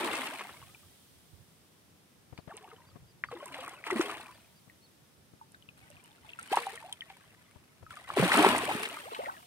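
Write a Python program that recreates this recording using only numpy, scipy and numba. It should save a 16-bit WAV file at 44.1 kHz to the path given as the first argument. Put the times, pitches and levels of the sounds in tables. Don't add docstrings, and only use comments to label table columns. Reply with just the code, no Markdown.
import sys
import numpy as np
from scipy import signal
from scipy.fft import rfft, irfft
from scipy.io import wavfile
from scipy.ndimage import uniform_filter1d
from numba import njit

SR = 44100
rng = np.random.default_rng(int(sys.argv[2]) if len(sys.argv) > 2 else 0)


def master_out(mix):
    frames = np.transpose(np.atleast_2d(mix))
    ceiling = np.clip(frames, -1, 1)
    pcm = np.round(ceiling * 32767).astype(np.int16)
    wavfile.write(sys.argv[1], SR, pcm)


N = 417186
TIME = np.arange(N) / SR

# (lowest pitch [Hz], highest pitch [Hz],
# bubbles tried [per s], typical cycles to ring down by 1/e [count], spread of sizes [dB])
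CLOUDS = [(176.4, 610, 420, 3.4, 5.5), (495.2, 1600, 1200, 4.27, 4), (1375, 5200, 3200, 5.4, 4.5)]
# (time [s], lag of the left microphone [ms], scatter of the lag [ms])
PLACE = [(0, 0.054, 0.11), (2.5, 0.052, 0.01), (4.1, 0.092, 0.047), (5.3, -0.28, 0.041),
         (6.38, -0.25, 0.17), (6.47, 0.098, 0.092), (8.4, 0.13, 0.082), (8.85, 0.19, 0.12),
         (9.1, -0.4, 0.11)]
# (start [s], strength [dB], length [s],
# basic settling [dB per s], deep churn against the strength [dB], spray against the strength [dB])
STROKES = [(-.3, -39, 0.37, 48, -5.5, -10), (0.09, -47, 0.12, 58.5, -4, -0.5),
           (2.47, -61.5, 0.24, 49.5, -5.5, -14.5), (3.297, -55, 0.33, 50, -6.5, -14.5),
           (3.506, -51, 0.14, 66.5, -13.5, -11), (3.84, -48, 0.29, 82, -11, -8.5),
           (3.95, -47.5, 0.051, 71, -1, -3), (5.755, -69.5, 0.33, 33, -7, -2.5),
           (6.232, -67, 0.079, 50, -8, -2), (6.378, -66.5, 0.2, 48, -1, 8.5),
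           (6.494, -47, 0.07, 61, -19, -1), (7.03, -69, 0.061, 16.5, -16, 0),
           (7.887, -59, 0.079, 40, -26, -4), (8.066, -49.5, 0.25, 60, -16, -9),
           (8.156, -36.5, 0.15, 66, -7.5, -5), (8.316, -29.5, 0.17, 79, -3, -10),
           (8.601, -45.5, 0.2, 69, -2, -2), (8.878, -51, 0.052, 50, -30, -5.5),
           (9.091, -47.5, 0.17, 90, -15.5, -19)]
# (time [s], level [dB], ring pitch [Hz], crack against the ring [dB])
SLAPS = [(.393, -34, 2100, -1), (.408, -34.5, 980, -0.5), (.45, -41, 734, 0), (.492, -40, 1114, -1),
         (2.376, -51, 900, -4), (3.238, -22.5, 1850, -20), (3.244, -39.5, 1190, -3), (3.314, -36, 706, -1),
         (3.428, -40, 600, -6), (3.678, -36.5, 1240, -8), (3.84, -33.5, 2050, -13), (3.867, -30, 1190, 1),
         (3.903, -23, 1110, -3), (3.925, -27, 370, -2), (3.96, -27.5, 314, 10), (4.009, -25.5, 1310, -1),
         (4.096, -30.5, 1100, -4), (6.571, -14, 860, -10), (6.587, -28, 970, -6), (8.102, -27.5, 1140, -16),
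         (8.17, -17, 643, -25), (8.195, -17.5, 443, -18), (8.226, -18, 600, -2), (8.235, -20, 520, -10),
         (8.255, -19, 298, -5), (8.318, -16, 1800, -2), (8.378, -18.5, 304, 2), (8.39, -17.5, 298, 2),
         (8.408, -17.5, 390, -22), (8.446, -11, 893, -8), (8.463, -10.5, 390, -2), (8.548, -18, 750, -4),
         (8.692, -23, 780, -14), (8.711, -23.5, 870, 0)]
# (time [s], level [dB], first pitch before wobble [Hz],
# last pitch before wobble [Hz], length [s], place of the crest before the closing fade [0-1])
GULPS = [(0.025, -33, 356, 276, 0.066, 0.15), (0.32, -42, 590, 1155, 0.044, .2),
         (2.495, -47, 593, 1010, 0.038, 0.28), (2.505, -51.5, 1677, 1060, 0.021, 0.5),
         (2.538, -48, 410, 545, 0.031, 0.16), (2.637, -51, 760, 970, 0.022, 0.7),
         (2.726, -50, 466, 490, 0.022, 0.33), (3.325, -38, 474, 585, 0.023, 0.35),
         (3.349, -42, 333, 375, 0.086, 0.08), (3.425, -41.5, 560, 620, 0.024, 0.19),
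         (3.915, -31, 380, 312, 0.043, 0.24), (3.956, -24, 242, 170, 0.055, 0.08),
         (3.995, -17.5, 308, 430, 0.015, 0.2), (4.037, -44, 414, 374, 0.27, 0.07),
         (4.177, -50, 730, 920, 0.025, 0.1), (6.517, -27, 414, 513, 0.01, 0.12),
         (6.527, -23, 699, 1250, 0.027, 0.19), (6.588, -46, 478, 440, 0.15, .1),
         (6.73, -47.5, 448, 480, 0.047, 0.13), (6.84, -45.5, 680, 770, 0.038, .25),
         (6.883, -50.5, 782, 1080, 0.085, 0.1), (8.166, -22, 430, 217, 0.028, 1),
         (8.195, -17, 144, 95, 0.072, .08), (8.224, -15, 198, 158, 0.06, 0.11),
         (8.277, -31.5, 668, 1545, 0.033, .9), (8.368, -19.5, 263, 336, 0.045, 0.5),
         (8.43, -24, 644, 890, 0.021, 0.9), (8.459, -27, 195.5, 184, 0.16, 0.07),
         (8.676, -31, 561, 1010, 0.037, 0.6), (8.751, -23, 208, 263, 0.016, 0.08),
         (9.053, -43, 477, 980, 0.04, 0.8), (9.119, -37.5, 450, 340, 0.021, 0.11),
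         (9.189, -31.5, 474, 787, 0.029, 0.21), (9.226, -43, 614, 1354, 0.022, 1),
         (9.264, -35.5, 557, 1620, 0.041, .9)]
# (time [s], relative level [dB], settled pitch [Hz])
DRIPS = [(0.626, -48, 1090), (0.747, -48, 2330), (2.715, -48.5, 1240), (3.287, -43.5, 1190),
         (3.586, -40, 518), (3.64, -41, 1073), (3.911, -27.5, 1910), (4.29, -45.5, 1000),
         (4.698, -51, 1870), (5.413, -44, 896), (5.545, -47, 1530), (5.548, -53, 3570), (5.624, -51, 2900),
         (5.689, -42.5, 2500), (5.902, -50.5, 586), (5.968, -50.5, 2420), (6.247, -51.5, 853),
         (6.292, -41.5, 2530), (6.302, -45.5, 3100), (6.334, -39, 2570), (6.389, -35.5, 1350),
         (6.668, -27, 780), (6.776, -40, 1825), (6.826, -43.5, 895), (6.926, -29, 3070), (7.008, -33, 2930),
         (7.02, -37.5, 1860), (7.102, -44, 776), (7.865, -46, 1270), (7.907, -40.5, 1335),
         (7.97, -40.5, 1200), (8.969, -37, 1206), (9.259, -35, 1854), (9.367, -47, 1670)]
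# (time [s], relative level [dB], centre [Hz])
LANDINGS = [(0.049, -39, 4600), (0.153, -31, 4600), (0.269, -33, 2400), (2.376, -45, 2950),
            (2.575, -43, 2800), (2.568, -40, 8200), (3.457, -37, 8240), (3.542, -34.5, 2400),
            (3.607, -45, 2400), (3.479, -42.5, 8300), (3.607, -45, 8300), (3.679, -41.5, 8240),
            (3.693, -41, 8300), (3.907, -34, 4500), (4.012, -28.5, 4770), (4.06, -45, 5500),
            (5.519, -51.5, 8300), (5.901, -49.5, 8200), (6.039, -52, 8300), (6.393, -42, 8300),
            (6.4278, -39, 8300), (6.525, -30, 2570), (6.556, -32, 8300), (6.665, -41, 8300),
            (6.756, -41, 8300), (6.926, -36, 8300), (7.099, -43, 2400), (7.954, -50, 8300),
            (8.3724, -22, 8300), (8.446, -40, 2410), (8.58, -27, 8360), (8.831, -27.5, 8360),
            (8.832, -27, 2380), (8.852, -29, 2380), (8.888, -39, 8300), (9.146, -33.5, 2300),
            (9.257, -41, 2280)]
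# (time [s], level averaged over both sides [dB], pitch [Hz])
BUMPS = [(2.325, -39.5, 109), (2.386, -37.5, 150), (2.475, -37.5, 154), (2.957, -41.5, 170),
         (4.674, -51.5, 155), (5.335, -47.5, 153), (5.685, -51, 147), (7.558, -45.5, 100),
         (7.825, -43.5, 95)]
# (time [s], relative level [dB], base pitch [Hz])
CHIRPS = [(1.854, -78, 4800), (2.342, -65, 4660), (2.845, -65, 4760), (3.055, -66, 4900), (3.24, -63, 4670),
          (4.3, -65, 4750), (4.53, -66, 4800), (4.8, -62, 4440)]
# (time from its start [s], factor on the base pitch [ratio])
CHIRP_SHAPE = [(0, .94), (.03, .97), (.05, 1.01), (.06, .94), (.074, .76)]
# (crest [s], level averaged over both sides [dB], half width to 1/e [s],
# left over right [dB])
GUSTS = [(.68, -68, 0.14, -19), (1.37, -55, 0.061, -18.5), (3.03, -65.5, 0.24, 0), (8.45, -53, 0.27, 3)]
# (frequency [Hz], level [dB])
BREEZE_COLOUR = [(20, -16.5), (45, -5.5), (80, 4.5), (160, 3), (260, -26.5), (600, -23), (2000, -52.5)]
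# (frequency [Hz], level [dB])
FOAM_COLOUR = [(500, -21.5), (1800, -25), (3200, 0.5), (5500, -2.5), (9000, -8), (15000, 6)]
# (frequency [Hz], level [dB])
SPRAY_COLOUR = [(300, -12), (1500, 6), (4200, 1.5), (6000, -4.5), (8500, -5), (11000, -3), (13500, -2.5),
                (16000, 0)]
# (frequency [Hz], level [dB])
AIR_COLOUR = [(59, -17.5), (100, -7), (189, -3), (580, -12.5), (717, -14), (797, -14.5), (1540, -17.5),
              (3590, -20), (4250, -22), (5480, -21), (7060, -25), (8920, -22.5), (14800, -27.5),
              (15800, -31)]
# (frequency [Hz], left-right coherence [0-1])
AIR_LIKENESS = [(50, 0.5), (200, 0.66), (500, 0.29), (1000, 0.11), (4000, 0.034)]
# (frequency [Hz], gain [dB])
LEFT_PORT = [(100, -14.5), (400, 2.5), (680, 0), (1100, 5.5), (2600, 7), (4500, 1), (7200, -5), (8900, 5),
             (11000, 3), (15000, -9)]
# (frequency [Hz], gain [dB])
RIGHT_PORT = [(100, -6.5), (400, 0), (580, -1), (950, 4), (2600, 2.7), (4500, 1.5), (6500, 4), (7600, 7),
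              (8600, 13.5), (9800, 6.5), (12000, -5), (15000, -8)]

STROKE_RISE_S = 0.024
DEEP_LAG_S = 0.015
EVENING = 0.25
FOAM_FULL_DB = -32.5
FOAM_DB, FOAM_RISE_S, FOAM_FADE_DB_PER_S = 1, 0.13, 10
BREEZE_DB = -69.5


def gain_of(db):
    return 10 ** (np.asarray(db) / 20)


def evened(x):
    return x / np.sqrt(np.mean(x ** 2) + 1e-20)


def steadied(x, size):
    power = (x ** 2).mean(0)
    power = uniform_filter1d(uniform_filter1d(power, size), size)
    return x / np.sqrt(abs(power) + power.mean() / 100)


def slow_noise(size):
    noise = rng.standard_normal(N)
    return evened(uniform_filter1d(uniform_filter1d(noise, size), size))


def read(points, hz):
    f, value = np.transpose(points)
    return np.interp(np.log(hz + 1), np.log(f + 1), value)


def along(rows, s, axis=1):
    rows = np.array(rows)
    return np.interp(s, rows[:, 0], rows[:, axis])


def coloured(x, points):
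    log_gain = np.log(gain_of(read(points, abs(np.fft.fftfreq(4096, 1 / SR)))))
    taps = np.fft.ifft(np.exp(np.conj(signal.hilbert(log_gain)))).real[:2048]
    return signal.oaconvolve(x, taps[None], axes=1)[:, :N]


def add(mix, s, sound):
    lag_s = along(PLACE, s) / 1000
    for port, at in zip(mix, (s + lag_s / 2, s - lag_s / 2)):
        part = port[max(round(at * SR), 0):][:len(sound)]
        part += sound[:len(part)]


def sides(left_db):
    return 2 / (1 + gain_of([[-left_db], [left_db]]))


def burst(low_hz, high_hz, rise_s, fade_s, grain_db=0):
    t = np.arange(4000) / SR
    noise, grain = rng.standard_normal((2, len(t)))
    swell = (1 - np.exp(-t / rise_s)) ** 2 * np.exp(-t / fade_s) * gain_of(grain_db * grain)
    band = signal.butter(2, [low_hz, min(high_hz, SR / 2.5)], "band", fs=SR)
    puff = signal.lfilter(*band, noise * swell)
    return puff / abs(puff).max()


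def stirred(depth=0, spray=0, settling=1, lag_s=0):
    power = np.zeros(N)
    for s, db, length, db_per_s, depth_db, spray_db in STROKES:
        first = max(int(s * SR), 0)
        t = TIME[first:first + 2 * SR] - s
        settled_db = settling * db_per_s * np.maximum(t - length, 0)
        level_db = db + depth * depth_db + spray * spray_db - settled_db
        build_up = np.clip((t - lag_s) / STROKE_RISE_S, 0, 1)
        power[first:first + len(t)] += (build_up * gain_of(level_db)) ** 2
    return np.sqrt(power) + 1e-9


def crowding(stir, growth=0.62, full_db=-5):
    return np.minimum(stir / (gain_of(full_db) * stir.max()), 1) ** growth


def clumps(depth_db, size):
    surge = np.tanh(slow_noise(size) / 2) * 2
    return evened(gain_of(depth_db * surge))


@njit
def ring_all(starts, hz, size, life, glide, out_length, sr):
    out = np.zeros((2, out_length))
    for port in range(2):
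        for k in range(len(hz)):
            first = int(starts[port, k] * sr) + 1
            for i in range(max(first, 0), min(first + int(6 * life[k] * sr), out_length)):
                t = i / sr - starts[port, k]
                u = t / life[k]
                swell = np.exp(-u) - np.exp(-3 * hz[k] * t)
                out[port, i] += size[k] * swell * np.sin(2 * np.pi * hz[k] * t * (1 + glide[k] * u))
    return out


def cloud(low_hz, high_hz, per_s, cycles, spread_db, stir, rise=0.015, calm=0.03):
    crowd = crowding(stir)
    draws = rng.random((int(per_s * N / SR), 8))
    born = draws[:, 7] < calm + crowd[(draws[:, 0] * N).astype(int)]
    when, pitch, big, damp, a, b, c, _ = draws[born].T
    s = when * N / SR
    hz = low_hz * (high_hz / low_hz) ** pitch
    scatter = np.sqrt(6) * (a - b)
    lag_s = (along(PLACE, s) + along(PLACE, s, axis=2) * scatter) / 1000
    evening = EVENING * np.minimum(2 * np.interp(s, TIME, crowd), 1)
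    size_db = spread_db * (1 - evening) * np.minimum(-np.log(big), 4.5)
    life = np.maximum(cycles * 7.7 ** (2 * damp - 1), 0.6) / hz
    size = gain_of(size_db) * np.sin(np.pi * pitch) ** 0.6 / (life * hz) ** 0.4
    starts = np.array([s + lag_s / 2, s - lag_s / 2])
    rings = ring_all(starts, hz, size, life, rise * (2.4 * c - 0.7), N, SR)
    return stir * steadied(rings, size=1900)


def churn(deep_db=3.5, middle_db=-1.06, small_db=0.5):
    deep = stirred(depth=1, settling=1.12, lag_s=DEEP_LAG_S)
    stirs = deep, stirred(), stirred(spray=0.5)
    levels_db = deep_db, middle_db, small_db
    return sum(gain_of(db) * cloud(*bubbles, stir) for db, bubbles, stir in zip(levels_db, CLOUDS, stirs))


def spray(per_s=4200, spray_db=3, drop_spread_db=6.0, mist=0.2):
    stir = stirred(spray=0.78)
    crowd = crowding(stir)
    falls = rng.random(N) < per_s / SR * crowd
    size_db = drop_spread_db * (0.5 - 2 * EVENING * crowd) * np.minimum(rng.exponential(1, N), 4.5)
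    right = gain_of(size_db) * falls * rng.choice([-1, 1], N)
    lag_s = (along(PLACE, TIME) + along(PLACE, TIME, axis=2) * rng.standard_normal(N)) / 1000
    arrival = np.clip(np.round((TIME + lag_s) * SR).astype(int), 0, N - 1)
    left = np.bincount(arrival, right, N)
    drops = steadied(np.array([left, right]), size=4000) + mist * rng.standard_normal((2, N))
    drops = drops * clumps(depth_db=6 - 2.5 * crowd, size=150)
    return gain_of(spray_db) * stir * steadied(coloured(drops, SPRAY_COLOUR), size=4400)


def foam():
    power = np.zeros(N)
    for s, db, length, *_ in STROKES:
        t = np.maximum(TIME - s, 0)
        level_db = min(db, FOAM_FULL_DB) + FOAM_DB - FOAM_FADE_DB_PER_S * t
        power += (length * np.minimum(t / FOAM_RISE_S, 1) * gain_of(level_db)) ** 2
    fizz = rng.standard_normal((2, N)) * gain_of(0.93 * rng.standard_normal((2, N)))
    return np.sqrt(power) * evened(coloured(fizz, FOAM_COLOUR))


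def bank(x, level_db=-19, t60=0.07, lowest_hz=450):
    t = np.arange(SR // 3) / SR
    sparse = (rng.random((2, len(t))) < 0.06) * (t > 0.003)
    taps = rng.standard_normal((2, len(t))) * sparse * gain_of(-60 * t / t60)
    taps = signal.lfilter(*signal.butter(2, lowest_hz, "high", fs=SR), taps)
    return gain_of(level_db) * signal.oaconvolve(x, taps / np.linalg.norm(taps[0]), axes=1)[:, :N]


def breeze():
    strength = gain_of(BREEZE_DB)
    for s, db, width, left_db in GUSTS:
        strength = strength + sides(left_db) * gain_of(db) * np.exp(-((TIME - s) / width) ** 2)
    return strength


def outdoors(air_db=-63.6, lumps_db=3.5):
    z, hz = rfft(rng.standard_normal((2, 2, N))), np.fft.rfftfreq(N, 1 / SR)
    same = np.clip(read(AIR_LIKENESS, hz), -1, 1)
    z[:, 1] = same * z[:, 0] + np.sqrt(1 - same ** 2) * z[:, 1]
    air = evened(irfft(z[0] * gain_of(read(AIR_COLOUR, hz)), N))
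    wind = evened(irfft(z[1] * gain_of(read(BREEZE_COLOUR, hz)), N))
    lumps = gain_of(lumps_db * slow_noise(2500))
    return gain_of(air_db) * air + breeze() * lumps * wind


def gulps(wobble=0.056):
    out = np.zeros((2, N))
    for s, db, first_hz, last_hz, length, crest in GULPS:
        u = np.linspace(0, 1, int(length * SR))
        waver = evened(uniform_filter1d(rng.standard_normal(SR), 180))[:len(u)]
        hz = first_hz * (last_hz / first_hz) ** (u ** 1.43) * (1 + wobble * waver)
        swell = (u / crest * np.exp(1 - u / crest)) ** 0.49 * np.minimum(6 * (1 - u), 1)
        add(out, s, gain_of(db) * swell * np.sin(2 * np.pi * np.cumsum(hz) / SR))
    return out


def landings(level_db=0.5, spread=1.5, rise_s=0.0004, fade_cycles=17.0, grain_db=5):
    out = np.zeros((2, N))
    for s, db, hz in LANDINGS:
        puff = burst(hz / spread, hz * spread, rise_s, fade_cycles / hz, grain_db)
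        add(out, s, gain_of(db + level_db) * puff)
    return out


def slaps(cycles=7.4, crack_s=0.0089):
    out, t = np.zeros((2, N)), np.arange(4000) / SR
    for s, db, hz, crack_db in SLAPS:
        fade = gain_of(-60 * hz * t / cycles)
        ring = np.sin(2 * np.pi * hz * t) * fade * (1 - np.exp(-hz * t)) ** 2
        crack = burst(0.24 * hz, 1.48 * hz + 600, rise_s=0.00077, fade_s=crack_s)
        blow = ring / abs(ring).max() + gain_of(crack_db) * crack
        add(out, s, gain_of(db) * blow / abs(blow).max())
    return out


def drips(level_db=-1, pinch=0.19, pinch_s=0.0013, after=0.93, cycles=75):
    out, t = np.zeros((2, N)), np.arange(9000) / SR
    for s, db, hz in DRIPS:
        turns = np.cumsum(hz * (1 + pinch * np.exp(-t / pinch_s))) / SR
        ring_on = after * gain_of(-60 * hz * t / cycles)
        fade = (np.exp(-t / pinch_s) + ring_on) * (1 - np.exp(-2 * hz * t))
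        add(out, s, gain_of(db + level_db) * fade / fade.max() * np.sin(2 * np.pi * turns))
    return out


def bird(level_db=-1):
    out, t = np.zeros((2, N)), np.arange(0, CHIRP_SHAPE[-1][0], 1 / SR)
    swell = np.sin(np.pi * np.linspace(0, 1, len(t)) ** 1.7)
    for s, db, hz in CHIRPS:
        note = np.sin(2 * np.pi * np.cumsum(hz * along(CHIRP_SHAPE, t)) / SR) * swell
        out[:, round(s * SR):][:, :len(t)] += gain_of(db + level_db) * note
    return out


def bumps(cycles=2.26, left_db=34, rustle=0.54, rustle_hz=800):
    out, t = np.zeros((2, N)), np.arange(4000) / SR
    for s, db, hz in BUMPS:
        fade = gain_of(-60 * hz * t / cycles)
        push = np.sin(2 * np.pi * hz * t) * fade * (1 - np.exp(-2 * hz * t))
        thud = push / abs(push).max() + rustle * burst(147, rustle_hz, rise_s=0.00078, fade_s=0.0081)
        out[:, round(s * SR):][:, :len(t)] += sides(left_db) * gain_of(db) * thud
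    return out


def scene():
    thrash = (churn() + spray()) * clumps(depth_db=0.13, size=400)
    water = thrash + foam() + gulps() + landings() + slaps() + drips()
    water = water + bank(water)
    near = np.vstack([coloured(water[:1], LEFT_PORT), coloured(water[1:], RIGHT_PORT)])
    return near + outdoors() + bird() + bumps()


def record(dry, low_cut_hz=58, edge_hz=15800):
    thin = signal.lfilter(*signal.butter(3, low_cut_hz, "high", fs=SR), dry)
    return signal.oaconvolve(thin, signal.firwin(511, edge_hz, window=("kaiser", 9), fs=SR)[None], "same")


dry = scene()
out = record(dry)
master_out(out)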